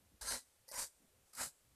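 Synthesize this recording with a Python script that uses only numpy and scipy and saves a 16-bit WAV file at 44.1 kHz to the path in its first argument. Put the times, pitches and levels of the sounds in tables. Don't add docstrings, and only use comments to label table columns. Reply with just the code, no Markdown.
import sys
import numpy as np
from scipy import signal
from scipy.fft import rfft, irfft
from scipy.io import wavfile

SR = 44100
rng = np.random.default_rng(int(sys.argv[2]) if len(sys.argv) > 2 else 0)


def file_out(sig):
    cols = np.atleast_2d(sig).T
    lim = np.clip(cols, -1, 1)
    pcm = np.round(lim * 32767).astype(np.int16)
    wavfile.write(sys.argv[1], SR, pcm)


N = 77175
TIME = np.arange(N) / SR


def amp(db):
    return 10 ** (np.asarray(db) / 20)


def unit(x):
    return x / np.sqrt(np.mean(x ** 2) + 1e-20)


def bell(at, half_width_s):
    return np.exp(-((TIME - at) / half_width_s) ** 2)


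def colour(x, points):
    hz, db = np.transpose(points)
    f = abs(np.fft.fftfreq(4096, 1 / SR))
    log_gain = np.log(amp(np.interp(np.log(f + 1), np.log(hz + 1), db)))
    kernel = np.fft.ifft(np.exp(np.conj(signal.hilbert(log_gain)))).real
    return signal.fftconvolve(x, kernel[:len(f) // 2])[:N]


def cut(x, hz, kind):
    return signal.sosfilt(signal.butter(6, hz, kind, fs=SR, output="sos"), x)


def resonate(x, hz, width_hz, passes=1):
    for _ in range(passes):
        x = signal.lfilter(*signal.iirpeak(hz, hz / width_hz, fs=SR), x)
    return x


def wander(hz):
    slow = np.fft.rfftfreq(N, 1 / SR) < hz
    return unit(irfft(rfft(rng.standard_normal(N)) * slow, N))


# (frequency [Hz], relative level [dB])
ROOM_TONE_SPECTRUM = [(25, -12.5), (60, -10.5), (130, -20), (260, -21.5), (520, -17.5), (1000, -22),
                      (3000, -24.5), (5200, -25.5), (9300, -23.5), (14000, -26)]


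def room_tone():
    return amp(-74) * unit(colour(rng.standard_normal(N), ROOM_TONE_SPECTRUM))


# (time [s], half-width [s], level [dB], centre [Hz], bandwidth [Hz])
FUR_RUSTLES = [(0.018, 0.046, -78, 220, 203), (.09, 0.24, -74, 64.4, 48.5), (0.137, 0.038, -74, 228, 139),
               (0.63, 0.028, -79.5, 102, 101), (1.035, 0.045, -74.5, 204, 158),
               (1.165, 0.21, -85, 466, 393), (1.181, 0.081, -76, 83.4, 99), (1.293, 0.045, -76, 7500, 7000),
               (1.706, 0.071, -75, 85.5, 100)]


def fur_rustle(at, half_width, db, hz, width_hz):
    noise = resonate(rng.standard_normal(N), hz, width_hz, passes=2)
    return amp(db) * unit(noise) * bell(at, half_width)


def barbs(per_s=3000, spread_db=2, scatter_s=0.0025, scatter_db=3.5):
    size = amp(spread_db * np.minimum(rng.exponential(1, N), 4))
    snaps = size * rng.choice([-1., 1.], N) * (rng.random(N) < per_s / SR)
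    retained = np.exp(-1 / (scatter_s * SR))
    energy = signal.lfilter([1 - retained], [1, -retained], snaps ** 2)
    scatter = np.sqrt(energy) * rng.standard_normal(N)
    return unit(snaps + amp(scatter_db) * scatter)


# (frequency [Hz], relative level [dB], time to fall 60 dB [s])
CONE_MODES = [(259.7, -11, 0.16), (549, 2, 0.068), (883, 7.5, 0.024), (1028, -1.5, 0.045), (1597, 4, 0.087),
              (1967, -9.5, 0.16)]


def cone_ring(force):
    ring = sum(amp(db - 60 * TIME / t60) * np.sin(2 * np.pi * hz * TIME) for hz, db, t60 in CONE_MODES)
    return signal.fftconvolve(force, ring / np.linalg.norm(ring))[:N]


# (contact [s], hardest press [s], rise [s], fall [s],
# rasp level [dB], light drag [dB re press], body level [dB], body peak [s], body rise [s], body fall [s])
TONGUE_STROKES = [(0.21, 0.306, 0.056, 0.071, -40, -10, -48, 0.32, .072, 0.052),
                  (0.716, 0.8, 0.058, 0.059, -41, -16, -49, 0.7917, 0.054, 0.052),
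                  (1.33, 1.43, 0.057, 0.051, -43, -19.5, -48.5, 1.409, 0.032, 0.051)]
# (frequency [Hz], relative level [dB])
RASP_SPECTRA = [
    [(1350, -36), (2300, -18), (2700, -16.5), (3040, -8), (3380, -14.5), (4080, -0.5), (4440, -4),
     (4720, -1.5), (5090, -2.5), (6240, -3), (7420, -3.5), (8310, 0.5), (9170, -4.5), (9960, -1),
     (11700, -9.5), (12300, -11.5), (14000, -14.5)],
    [(1350, -38), (2300, -14), (2660, -21), (3180, -13), (3490, -13), (3790, -5.5), (4080, -7), (4750, 2),
     (5240, -4), (5650, 1), (6480, 0), (8310, 3.5), (9740, 0.5), (10500, -2.5), (11600, -2), (12600, -12),
     (14000, -6.5)],
    [(1350, -47), (2300, -36), (2410, -12), (2680, -22), (2910, -13), (3280, -22), (3990, -9), (4610, -8.5),
     (5050, -6), (5650, -10.5), (7760, -2), (8190, -2), (8900, -7.5), (10700, -6), (14000, -18)],
]
# (frequency [Hz], relative level [dB])
BODY_SPECTRA = [
    [(60, 1.5), (150, -14.5), (250, -1.5), (330, -9.5), (570, 0), (720, -3.5), (1020, 4), (1180, -7),
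     (1350, 3), (1700, 0), (2100, 0), (2700, -12)],
    [(60, -4.5), (150, -31.5), (250, -5.5), (420, -15), (540, 0.5), (720, -8.5), (950, 3.5), (1250, -7),
     (1580, -1), (1850, -4), (2050, -4.5), (2700, -4)],
    [(25, -17), (80, 2.5), (150, -12), (250, 2), (430, -26), (560, -2), (700, -0.5), (1020, 4), (1190, -1),
     (1280, 7.5), (1650, -2), (2150, 2), (2700, -6.5)],
]


def lick(stroke, rasp_spectrum, body_spectrum, split_hz=2400):
    contact, peak, rise, fall, rasp_db, drag_db, body_db, body_peak, body_rise, body_fall = stroke
    settled = np.clip((TIME - contact) / 0.0035, 0, 1)

    def pressure(at, up, down, least_db):
        t = TIME - at
        swell = amp(-10 * np.where(t < 0, abs(t / up) ** 2.24, abs(t / down) ** 2.13))
        drag = amp(least_db) * (t < 0)
        return np.maximum(swell, drag) * settled

    snaps = barbs()
    press = pressure(peak, rise, fall, drag_db)
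    rasp = unit(cut(colour(snaps, rasp_spectrum), split_hz, "high")) * press
    narrow_hiss = unit(resonate(barbs(), hz=8830, width_hz=3200, passes=2))
    light_touch = amp(-14) * narrow_hiss * press ** 0.76
    clumps = unit(amp(2 * wander(hz=219)))
    push = pressure(body_peak, body_rise, body_fall, drag_db - 1.5) * clumps
    hollow = unit(cut(colour(snaps, body_spectrum), split_hz, "low")) * push
    ring = amp(-8) * cone_ring(barbs() * push)
    return amp(rasp_db) * (rasp + light_touch) + amp(body_db) * (hollow + ring)


# (time [s], pitch [Hz], level [dB], rise [s], decay [s])
CONE_FLEXES = [(0.21, 52.3, -51.5, 0.013, 0.039), (.266, 246, -58, 0.0071, 0.01),
               (.315, 80.5, -58, 0.017, .014), (0.327, 245, -52.5, 0.011, 0.023),
               (.328, 572, -51.5, .012, 0.0071), (0.774, 64.8, -67, 0.012, 0.057),
               (1.402, 83, -59.5, 0.0041, 0.018), (1.46, 147, -58.5, 0.007, 0.012)]


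def cone_flex(start, hz, db, rise, decay):
    t = np.maximum(TIME - start, 0)
    envelope = np.minimum(t / rise, 1) * np.exp(-np.maximum(t - rise, 0) / decay)
    return -amp(db) * envelope * np.sin(2 * np.pi * hz * t)


# (time [s], tick level [dB], tick decay [s], knock level [dB], knock pitch [Hz], knock decay [s])
TONGUE_TAPS = [(.211, -51, .012, -58, 847, 0.014), (0.22, -54, 0.0087, -44.5, 1590, 0.004),
               (0.316, -36.5, 0.0023, -56, 1490, 0.0034), (.680, -57, 0.035, -61.5, 533, 0.013),
               (.688, -45, 0.0023, -66, 875, 0.022), (.714, -43, .005, -49, 592, 0.01),
               (.740, -41.5, .004, -59, 1007, 0.025), (1.333, -55, 0.0055, -79, 1600, .007),
               (1.35, -47.5, 0.0058, -58, 1290, 0.0039), (1.381, -46, 0.0058, -50, 1230, 0.0044),
               (1.400, -46, 0.0046, -36, 1596, 0.0028), (1.417, -38, 0.0017, -48, 1023, 0.0069)]
# (frequency [Hz], relative level [dB])
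TICK_SPECTRUM = [(200, -19), (2000, -3), (3200, -22), (4800, 11.5), (7000, 0), (9500, 7.5), (12000, 5.5),
                 (14000, 3.5)]


def tongue_tap(start, tick_db, tick_decay, knock_db, hz, knock_decay, rise_s=0.0012):
    t = np.maximum(TIME - start, 0)
    tick = amp(tick_db) * np.exp(-t / tick_decay) * unit(colour(barbs(), TICK_SPECTRUM))
    knock = amp(knock_db) * np.exp(-t / knock_decay) * np.sin(2 * np.pi * hz * t)
    return np.minimum(t / rise_s, 1) * (tick + knock)


def echoes(x, t60_s):
    tail = rng.standard_normal(N) * amp(-60 * TIME / t60_s)
    return signal.fftconvolve(x, tail / np.linalg.norm(tail))[:N]


# (time [s], half-width [s], level [dB], dip or lift of the lick [dB])
RASP_ZINGS = [(0.291, 0.016, -40, -7), (0.702, 0.018, -60, 11), (0.763, 0.012, -46, -8)]
# (frequency [Hz], relative level [dB])
ZING_PARTIALS = [
    [(1020, -4), (1360, -4), (1650, -2.5), (4200, -2), (4800, 1.5), (6150, 1), (6480, -1.5), (8250, 1),
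     (8620, -0.5), (9680, 2.5), (11300, -4)],
    [(1950, -7), (4950, -7), (5600, -4.5), (8600, -7), (9200, 0), (11900, -2.5)],
    [(990, -1.5), (1570, -8), (1970, -5.5), (5000, -3.5), (5640, 1), (6950, 0), (8540, -5), (9350, -0.5),
     (10930, -4), (12020, -6)],
]


def zing(row, partials, waver_hz=43.7):
    at, half_width, db, _ = row
    tones = np.zeros(N)
    for hz, partial_db in partials:
        pitch = hz + waver_hz * wander(hz=219)
        tones += amp(partial_db) * np.sin(2 * np.pi * np.cumsum(pitch) / SR)
    return amp(db) * unit(tones) * bell(at, half_width)


def scene():
    fur = sum(fur_rustle(*row) for row in FUR_RUSTLES)
    licks = sum(lick(*parts) for parts in zip(TONGUE_STROKES, RASP_SPECTRA, BODY_SPECTRA))
    flexes = sum(cone_flex(*row) for row in CONE_FLEXES)
    taps = sum(tongue_tap(*row) for row in TONGUE_TAPS)
    zings = sum(zing(*parts) for parts in zip(RASP_ZINGS, ZING_PARTIALS))
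    lick_change_db = sum(db * bell(at, half_width) for at, half_width, _, db in RASP_ZINGS)
    cone = amp(lick_change_db) * licks + taps + zings
    room = amp(-21.5) * echoes(cone, t60_s=0.18)
    high_ring = amp(-24) * resonate(echoes(cone, t60_s=0.9), hz=8450, width_hz=4200)
    return (room_tone() + fur + flexes + cone + room + high_ring)[None]


def record(dry, edge_hz=14230):
    low_pass = signal.firwin(601, edge_hz, window=("kaiser", 7), fs=SR)
    return signal.oaconvolve(dry, low_pass[None], "same")


dry = scene()
out = record(dry)
file_out(out)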